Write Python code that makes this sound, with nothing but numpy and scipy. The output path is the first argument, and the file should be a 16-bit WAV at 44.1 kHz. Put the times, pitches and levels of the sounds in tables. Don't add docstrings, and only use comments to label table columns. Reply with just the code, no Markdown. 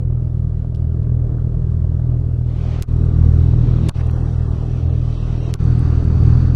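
import sys
import numpy as np
from scipy import signal
from scipy.fft import rfft, irfft, next_fast_len
from scipy.io import wavfile
from scipy.ndimage import uniform_filter1d, map_coordinates

SR = 44100
rng = np.random.default_rng(int(sys.argv[2]) if len(sys.argv) > 2 else 0)


def generate_wav(signal):
    frames = np.transpose(np.atleast_2d(signal))
    scaled = np.clip(frames, -1, 1) * 32767
    pcm = np.round(scaled).astype(np.int16)
    wavfile.write(sys.argv[1], SR, pcm)


def elevation(decibels):
    levels = np.asarray(decibels, float)
    return 10 ** (levels / 20)


N = 288855


def unit(x):
    return x / np.sqrt(np.mean(x ** 2) + 1e-20)


def along(points, hz):
    f, v = np.transpose(points)
    return np.interp(np.log(hz + 1), np.log(f + 1), v)


def curves(rows):
    s, *cols = np.transpose(rows)
    return [np.interp(np.arange(N) / SR, s, c) for c in cols]


def wobble(rate):
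    knots = rng.standard_normal(int(N * rate / SR) + 4)
    return map_coordinates(knots, [np.arange(N) * rate / SR])


def filtered(x, response):
    m = next_fast_len(N + SR // 2)
    return irfft(rfft(x, m) * response(np.fft.rfftfreq(m, 1 / SR)), m)[..., :N]


def patches(shape, bands, frames):
    field = uniform_filter1d(rng.standard_normal(shape), bands, 0)
    return unit(uniform_filter1d(field, frames, 1))


def rush(spectrum, patchy_db):
    z = signal.stft(rng.standard_normal(N + 512), nperseg=512)[2]
    gain = elevation(patchy_db * patches(z.shape, 4, 12))
    noise = signal.istft(z * gain, nperseg=512)[1][:N]
    return unit(filtered(noise, lambda hz: elevation(along(spectrum, hz))))


def firings(turns):
    at = np.flatnonzero(np.diff(np.floor(turns)) > 0)
    luck = rng.standard_normal((len(at), 3))
    cylinder = (-1) ** np.arange(len(at))
    late = SR * (0.000058 * cylinder * (1 + wobble(1.5)[at]) + 0.00047 * luck[:, 0])
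    weak_db = 1.7 * np.maximum(luck[:, 2] - 1.1, 0)
    size_db = 0.14 * cylinder + 0.8 * luck[:, 1] - weak_db
    pulses = np.zeros(N)
    pulses[np.clip(at + late, 0, N - 1).astype(int)] = elevation(size_db)
    return pulses


# (f/Hz, level/dB)
PIPE = [(12, -38.5), (25, -22.5), (40, -4), (80, 0), (120, 0.5), (160, -8.5), (200, -33), (280, -36),
        (470, -41), (900, -62.5), (2500, -120)]


def exhaust_thump(pulses):
    def pipe(hz):
        lead = np.exp(2j * np.arctan(23 / (hz + 1)) - 2j * np.pi * hz * 0.0009)
        return elevation(along(PIPE, hz)) * lead

    exhaust = filtered(pulses, pipe)
    thump = 0
    for k in range(1, 6):
        share = lambda hz: np.clip(1 - abs(np.clip(hz / 40.3, 1, 5) - k), 0, 1)
        thump = thump + elevation(1.7 * wobble(7)) * filtered(exhaust, share)
    return unit(thump)


# (multiple of the firing rate, level/dB re thump)
HUM = [(6, -29), (7, -29), (9, -34), (10, -28), (15, -38)]


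def pipe_hum(turns):
    hum = 0
    for k, db in HUM:
        level = elevation(db + 1.3 * wobble(4))
        hum = hum + level * np.sin(2 * np.pi * k * turns + 0.35 * wobble(5))
    return hum


# (t/s, firings so far)
CRANK = [(-.022, -1), (.3478, 14), (.7231, 29), (1.2196, 49), (1.347, 54), (2.0943, 84), (2.338, 94),
         (2.7114, 109), (3.3396, 134), (3.4623, 139), (3.8373, 154), (4.4581, 179), (4.5853, 184),
         (4.7104, 189), (4.9547, 199), (6.0767, 244), (6.3291, 254), (6.5735, 264)]
# (t/s, level/dB over its usual idle)
EFFORT = [(0, -0.5), (.75, -1.5), (1.2, 0.04), (2.24, 0.5), (2.6, -1.5), (3.3, 1.5), (3.88, 1), (4.4, 1),
          (5.3, 0.2), (5.85, 0), (6.36, 1.5), (6.55, .5)]
# (f/Hz, level/dB per Hz)
GROWL = [(110, -41), (190, 2), (231, -2.5), (258, -6), (284, -1), (312, -4), (410, -8), (437, -9),
         (457, -8.5), (560, -15.5), (617, -14.5), (676, -16.5), (900, -31), (1170, -57.5), (1980, -120)]
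# (f/Hz, level/dB per Hz)
RUMBLE = [(3, -18), (12, -10), (22, -3), (33, -2), (52, -5), (66, 0), (100, 0), (135, -6), (155, -2),
          (175, -11), (260, -30), (600, -120)]
# (f/Hz, level/dB per Hz)
ROAR = [(470, -1), (800, -2.5), (936, -5.5), (1170, -3), (2000, -17.5), (2600, -66.5), (4400, -120)]
# (open level/dB, half-covered level/dB, wide-open level/dB)
THUMP_IN = (4.24, -0.15, 4.47)
GROWL_IN = (4.35, 0.6, 5.9)


def engine():
    turns, = curves(CRANK)
    effort_db, = curves(EFFORT)
    thump_db = -17 + effort_db + let_in(THUMP_IN)
    own_db = -37 + 1.4 * effort_db + let_in(GROWL_IN) + 1.4 * wobble(5)
    growl_db = 10 * np.log10(elevation(2 * own_db) + elevation(2 * outside()[0]))

    pulses = firings(turns)
    rumble = elevation(-12 + 2.2 * wobble(4)) * rush(RUMBLE, patchy_db=0.9)
    low = exhaust_thump(pulses) + pipe_hum(turns) + rumble

    t = np.arange(1300) / SR
    swell = np.exp(-((t - 0.0115) / 0.0031) ** 2)
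    puff = signal.fftconvolve(pulses, swell)[441:][:N]
    growl = unit(rush(GROWL, patchy_db=0.65) * (1.5 + 0.5 * puff) * elevation(0.25 * wobble(13)))
    bursts = 0.5 + puff ** 2 * elevation(2.1 * wobble(30))
    clatter = unit(rush(ROAR, patchy_db=1.5) * bursts)
    return elevation(thump_db) * low + elevation(growl_db - 0.3) * growl + elevation(growl_db - 17.5) * clatter


# (t/s, peak level/dB)
POPS = [(0.646, -32), (0.724, -38), (0.824, -37), (1.843, -34), (1.918, -36), (1.996, -35), (2.411, -35),
        (2.652, -29), (3.112, -34), (3.238, -27), (3.535, -26), (3.611, -30), (3.785, -28), (4.897, -32),
        (5.876, -27), (5.902, -28), (6.024, -26), (6.101, -28), (6.227, -26), (6.498, -29)]


def pops():
    kicks = np.zeros(N)
    for s, db in POPS:
        kicks[round((s + 0.001) * SR)] = elevation(db + 39)

    def mode(hz, centre_hz, width_hz):
        return 1j * hz * width_hz / (centre_hz ** 2 - hz ** 2 + 1j * hz * width_hz)

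    def shell(hz):
        ring = mode(hz, 590, 150) + 0.07 * mode(hz, 1200, 500)
        return ring / (1 + (hz / 1150) ** 4)

    return filtered(kicks, shell)


# (t/s, roar level/dB)
TYRES = [(0, -58), (.25, -55), (.8, -55.5), (1.55, -52.5), (1.96, -51.5), (2.42, -53), (2.94, -51.5),
         (3.25, -48.5), (3.8, -50.5), (4.17, -47), (4.6, -49.5), (4.8, -56.5), (5.5, -52.5), (5.9, -50),
         (6.1, -52), (6.38, -47.5), (6.55, -55)]
# (t/s, hiss level/dB)
RUB = [(2.4, -80), (2.49, -60), (2.67, -50), (2.81, -50.5), (2.9, -69), (3.25, -65), (3.66, -55.5),
       (3.82, -55), (3.89, -48.5), (4.02, -56.5), (4.17, -63), (4.4, -68.5), (4.78, -55.5), (5.0, -56),
       (5.17, -53), (5.35, -51.5), (5.51, -48.5), (5.65, -63)]
# (open level/dB, half-covered level/dB, wide-open level/dB)
ROAD_IN = (5.8, 9.4, 10.6)
# (level/dB at usual tyre level, growth with the tyres, level/dB over the rubbing)
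LAYERS = [
    (-58, 0.01, 13.5),
    (-55, 1.01, 8),
    (-70, 0.73, -0.3),
    (-74, 0.73, -8),
    (-78, 0.69, -19),
]


def outside():
    (tyres_db,), (rub_db,) = curves(TYRES), curves(RUB)
    near_db = tyres_db + let_in(ROAD_IN) + 54
    levels = []
    for db, grows, over_db in LAYERS:
        power = elevation(2 * (db + grows * near_db)) + elevation(2 * (rub_db + over_db))
        levels.append(10 * np.log10(power))
    return levels


# (f/Hz, level/dB per Hz)
HISS = [(900, -120), (1600, -13), (2000, -1), (3000, -1), (3800, -4.5), (4600, -13), (7000, -120)]
FIZZ = [(2000, -120), (3400, -10.5), (4200, 3), (5500, 1), (6600, -2), (7800, -16.5), (11000, -120)]
SPRAY = [(4000, -120), (6200, -8.5), (7300, 0), (9000, -3.5), (11000, -7.5), (11300, -120)]


def road():
    _, roar_db, hiss_db, fizz_db, spray_db = outside()
    flutter = wobble(19)
    roar = elevation(roar_db + 0.38 * flutter) * rush(ROAR, patchy_db=1.85)
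    hiss = elevation(hiss_db + 0.56 * flutter) * rush(HISS, patchy_db=1.5)
    fizz = elevation(fizz_db + 0.49 * flutter) * rush(FIZZ, patchy_db=0.8)
    spray = elevation(spray_db + 0.6 * flutter) * rush(SPRAY, patchy_db=0.6)
    return roar + hiss + fizz + spray


# (t/s, peak level/dB, length/s, centre f/Hz, top f/Hz)
SNAPS = [(.7493, -44, .0006, 7000, 12500), (.7495, -40, .0012, 4300, 5200), (.76, -45, .00087, 5000, 11600),
         (2.8222, -34, .0012, 3500, 11500), (2.8244, -14, .00004, 4500, 16500),
         (2.832, -31, .0011, 2200, 12300), (3.887, -27.5, .0011, 3980, 12700),
         (3.8887, -23, .0018, 3000, 12700), (3.8921, -16, .00024, 2500, 12600),
         (3.894, -17, .0011, 1300, 12600), (4.073, -42, .0002, 8000, 13500),
         (4.1118, -32, .00006, 3500, 14500), (4.164, -46, .0002, 9000, 13000),
         (5.5389, -27, .00044, 3500, 11100), (5.540, -12, .00006, 4500, 11500),
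         (5.5408, -27, .00004, 12000, 16500), (5.794, -37, .00076, 7000, 11000)]
# (t/s, peak level/dB,
# centre f/Hz)
TICKS = [(.746, -45, 4030), (1.0325, -45, 5080), (1.7235, -56, 3000), (2.8015, -40, 6000),
         (2.841, -39, 2000), (2.886, -43, 4000), (2.896, -50, 5000), (2.927, -43, 3000), (2.943, -42, 3000),
         (2.967, -41, 3000), (2.992, -41, 3000), (3.017, -42, 3000), (3.042, -46, 5000), (3.049, -52, 6000),
         (3.057, -45, 2500), (3.9125, -48, 4000), (4.069, -41, 7000), (5.5595, -40, 3000),
         (5.604, -44, 6000), (5.632, -47, 4940), (5.642, -42, 7400), (5.682, -43, 7900), (6.045, -43, 7000)]
# (t/s, peak level/dB, length/s, centre f/Hz)
SCUFFS = [(0.647, -49, .0009, 2000), (1.047, -47, .0008, 2500), (1.385, -39, 0.0023, 1300),
          (2.837, -40, 0.014, 1300), (5.55, -35, 0.014, 1220), (3.902, -35, 0.015, 1230),
          (3.983, -35, 0.00051, 1500), (3.996, -34, 0.0039, 1900), (4.006, -38, 0.002, 3000),
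          (4.011, -33, 0.0058, 1930), (4.09, -38, 0.0009, 2000), (4.098, -32, 0.00088, 2500)]


def snaps():
    out = np.zeros(N + SR)
    t = np.arange(-600, 1800) / SR
    hz = np.fft.rfftfreq(len(t), 1 / SR)
    decay_s = np.where(t < 0, 0.012, 0.04)
    ring = elevation(-37 - 60 * abs(t) / decay_s) * np.sin(2 * np.pi * 11100 * t)
    ticks = [(s, db, 0.00012, centre_hz, 11000) for s, db, centre_hz in TICKS]
    scuffs = [(s, db, length, centre_hz, 1.3 * centre_hz) for s, db, length, centre_hz in SCUFFS]
    for s, db, length, centre_hz, top_hz in [*SNAPS, *ticks, *scuffs]:
        ratio = hz / centre_hz
        colour = ratio / (1 + ratio ** 2.18) / (1 + (hz / top_hz) ** 30)
        burst = rng.standard_normal(len(t)) * np.exp(-(t / max(length, 4e-5)) ** 2)
        if length < 0.00045:
            burst[600] += 3
        crackle = irfft(1j * rfft(burst) * colour, len(t))
        out[round(s * SR) - 600:][:len(t)] += elevation(db) * (crackle / abs(crackle).max() + ring)
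    return out[:N]


# (f/Hz, rms level/dB)
WHINE = [(10002, -82.5)]


def whine():
    opened, _, wide = port_state()
    t = np.arange(N) / SR
    return sum(elevation(db + 4.0 - 9 * (opened + wide)) * np.sin(2 * np.pi * hz * t) for hz, db in WHINE)


# (t/s, open share, half-covered share, wide-open share)
OPEN = [
    (2.86, 0, 0, 0),
    (2.88, 1, 0, 0),
    (3.9, 1, 0, 0),
    (3.93, 0, 1, 0),
    (5.56, 0, 1, 0),
    (5.59, 0, 0, 1),
]


def port_state():
    return curves(OPEN)


def let_in(gains_db):
    return np.dot(gains_db, port_state())


# (touch t/s, shut t/s, reopen t/s, depth level/dB, closing time/s)
SEALS = [
    (2.806, 2.82, 2.872, 14.5, .014),
    (3.893, 3.893, 3.938, 19, .007),
    (5.513, 5.55, 5.587, 16, .009),
]


def seal():
    t = np.arange(N) / SR
    touch_share = 0.4
    bass_back_s, treble_back_s = 0.013, 0.007
    closing = lambda s, time: 1 - np.exp(-np.maximum(t - s, 0) / time)
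    bass_db = treble_db = 0
    for touch, shut, reopen, db, time in SEALS:
        shut_share = closing(shut, time)
        bass_db = bass_db - db * shut_share * (1 - closing(reopen, bass_back_s))
        shade = touch_share * closing(touch, 0.0021) + (1 - touch_share) * shut_share
        treble_db = treble_db - db * shade * (1 - closing(reopen, treble_back_s))
    return bass_db, treble_db


def membrane_squeeze(bass_db):
    def push(hz):
        return (hz / 6) / (1 + (hz / 6) ** 2) * 1j / (1 + (hz / 80) ** 2)

    return filtered(-bass_db, push)


def cavity(x, peaks):
    return filtered(x, lambda hz: elevation(sum(db / (1 + (2 * (hz - c) / w) ** 2) for c, w, db in peaks)))


def band_dropouts(x, level):
    hz, _, z = signal.stft(x, SR, nperseg=1024)
    field = patches(z.shape, 4, 8)
    weak_bands = unit(uniform_filter1d(rng.standard_normal(z.shape[0]), 3)[:, None])
    lean_frames = unit(uniform_filter1d(rng.standard_normal(z.shape[1]), 5))
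    bass_safe = (2000 / (hz[:, None] + 1)) ** 3
    need = field + 0.7 * weak_bands + 0.55 * lean_frames - bass_safe
    return signal.istft(z * np.where(need > level, 0.03, 1), nperseg=1024)[1][:N]


# (f/Hz, width f/Hz, level/dB)
MUFFLED = [(780, 100, 2), (1500, 930, -3.5), (2580, 220, 4), (3700, 210, 2), (4600, 270, 3), (5820, 420, 7)]
OPENED = [(249, 150, 2), (606, 200, -3.5), (2530, 200, 2.5), (3860, 430, 4.5), (4500, 300, 1.2),
          (5700, 280, 6)]
WIDE = [(244, 130, 4.2), (600, 250, -5.5), (1500, 410, 3), (2540, 390, 6), (3730, 220, 5), (4580, 560, 10),
        (6000, 700, 7), (7460, 200, 1)]


def port(x):
    opened, half, wide = port_state()
    half_covered = band_dropouts(half * cavity(x, MUFFLED), level=0.7)
    clothed = band_dropouts((1 - opened - half - wide) * x, level=2.1)
    return half_covered + opened * cavity(x, OPENED) + wide * cavity(x, WIDE) + clothed


def scene():
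    bass_db, treble_db = seal()
    arriving = elevation(bass_db) * (engine() + pops()) + elevation(treble_db) * road()
    heard = port(arriving) + elevation(treble_db) * whine()
    return (heard + elevation(-41.5) * membrane_squeeze(bass_db) + snaps())[None]


def low_pass(x):
    return signal.sosfilt(signal.butter(12, 15820, fs=SR, output="sos"), x)


def record(dry):
    soft = dry / (1 + abs(dry / 1.05) ** 4) ** (1 / 4)
    return low_pass(soft)


dry = scene()
out = record(dry)
generate_wav(out)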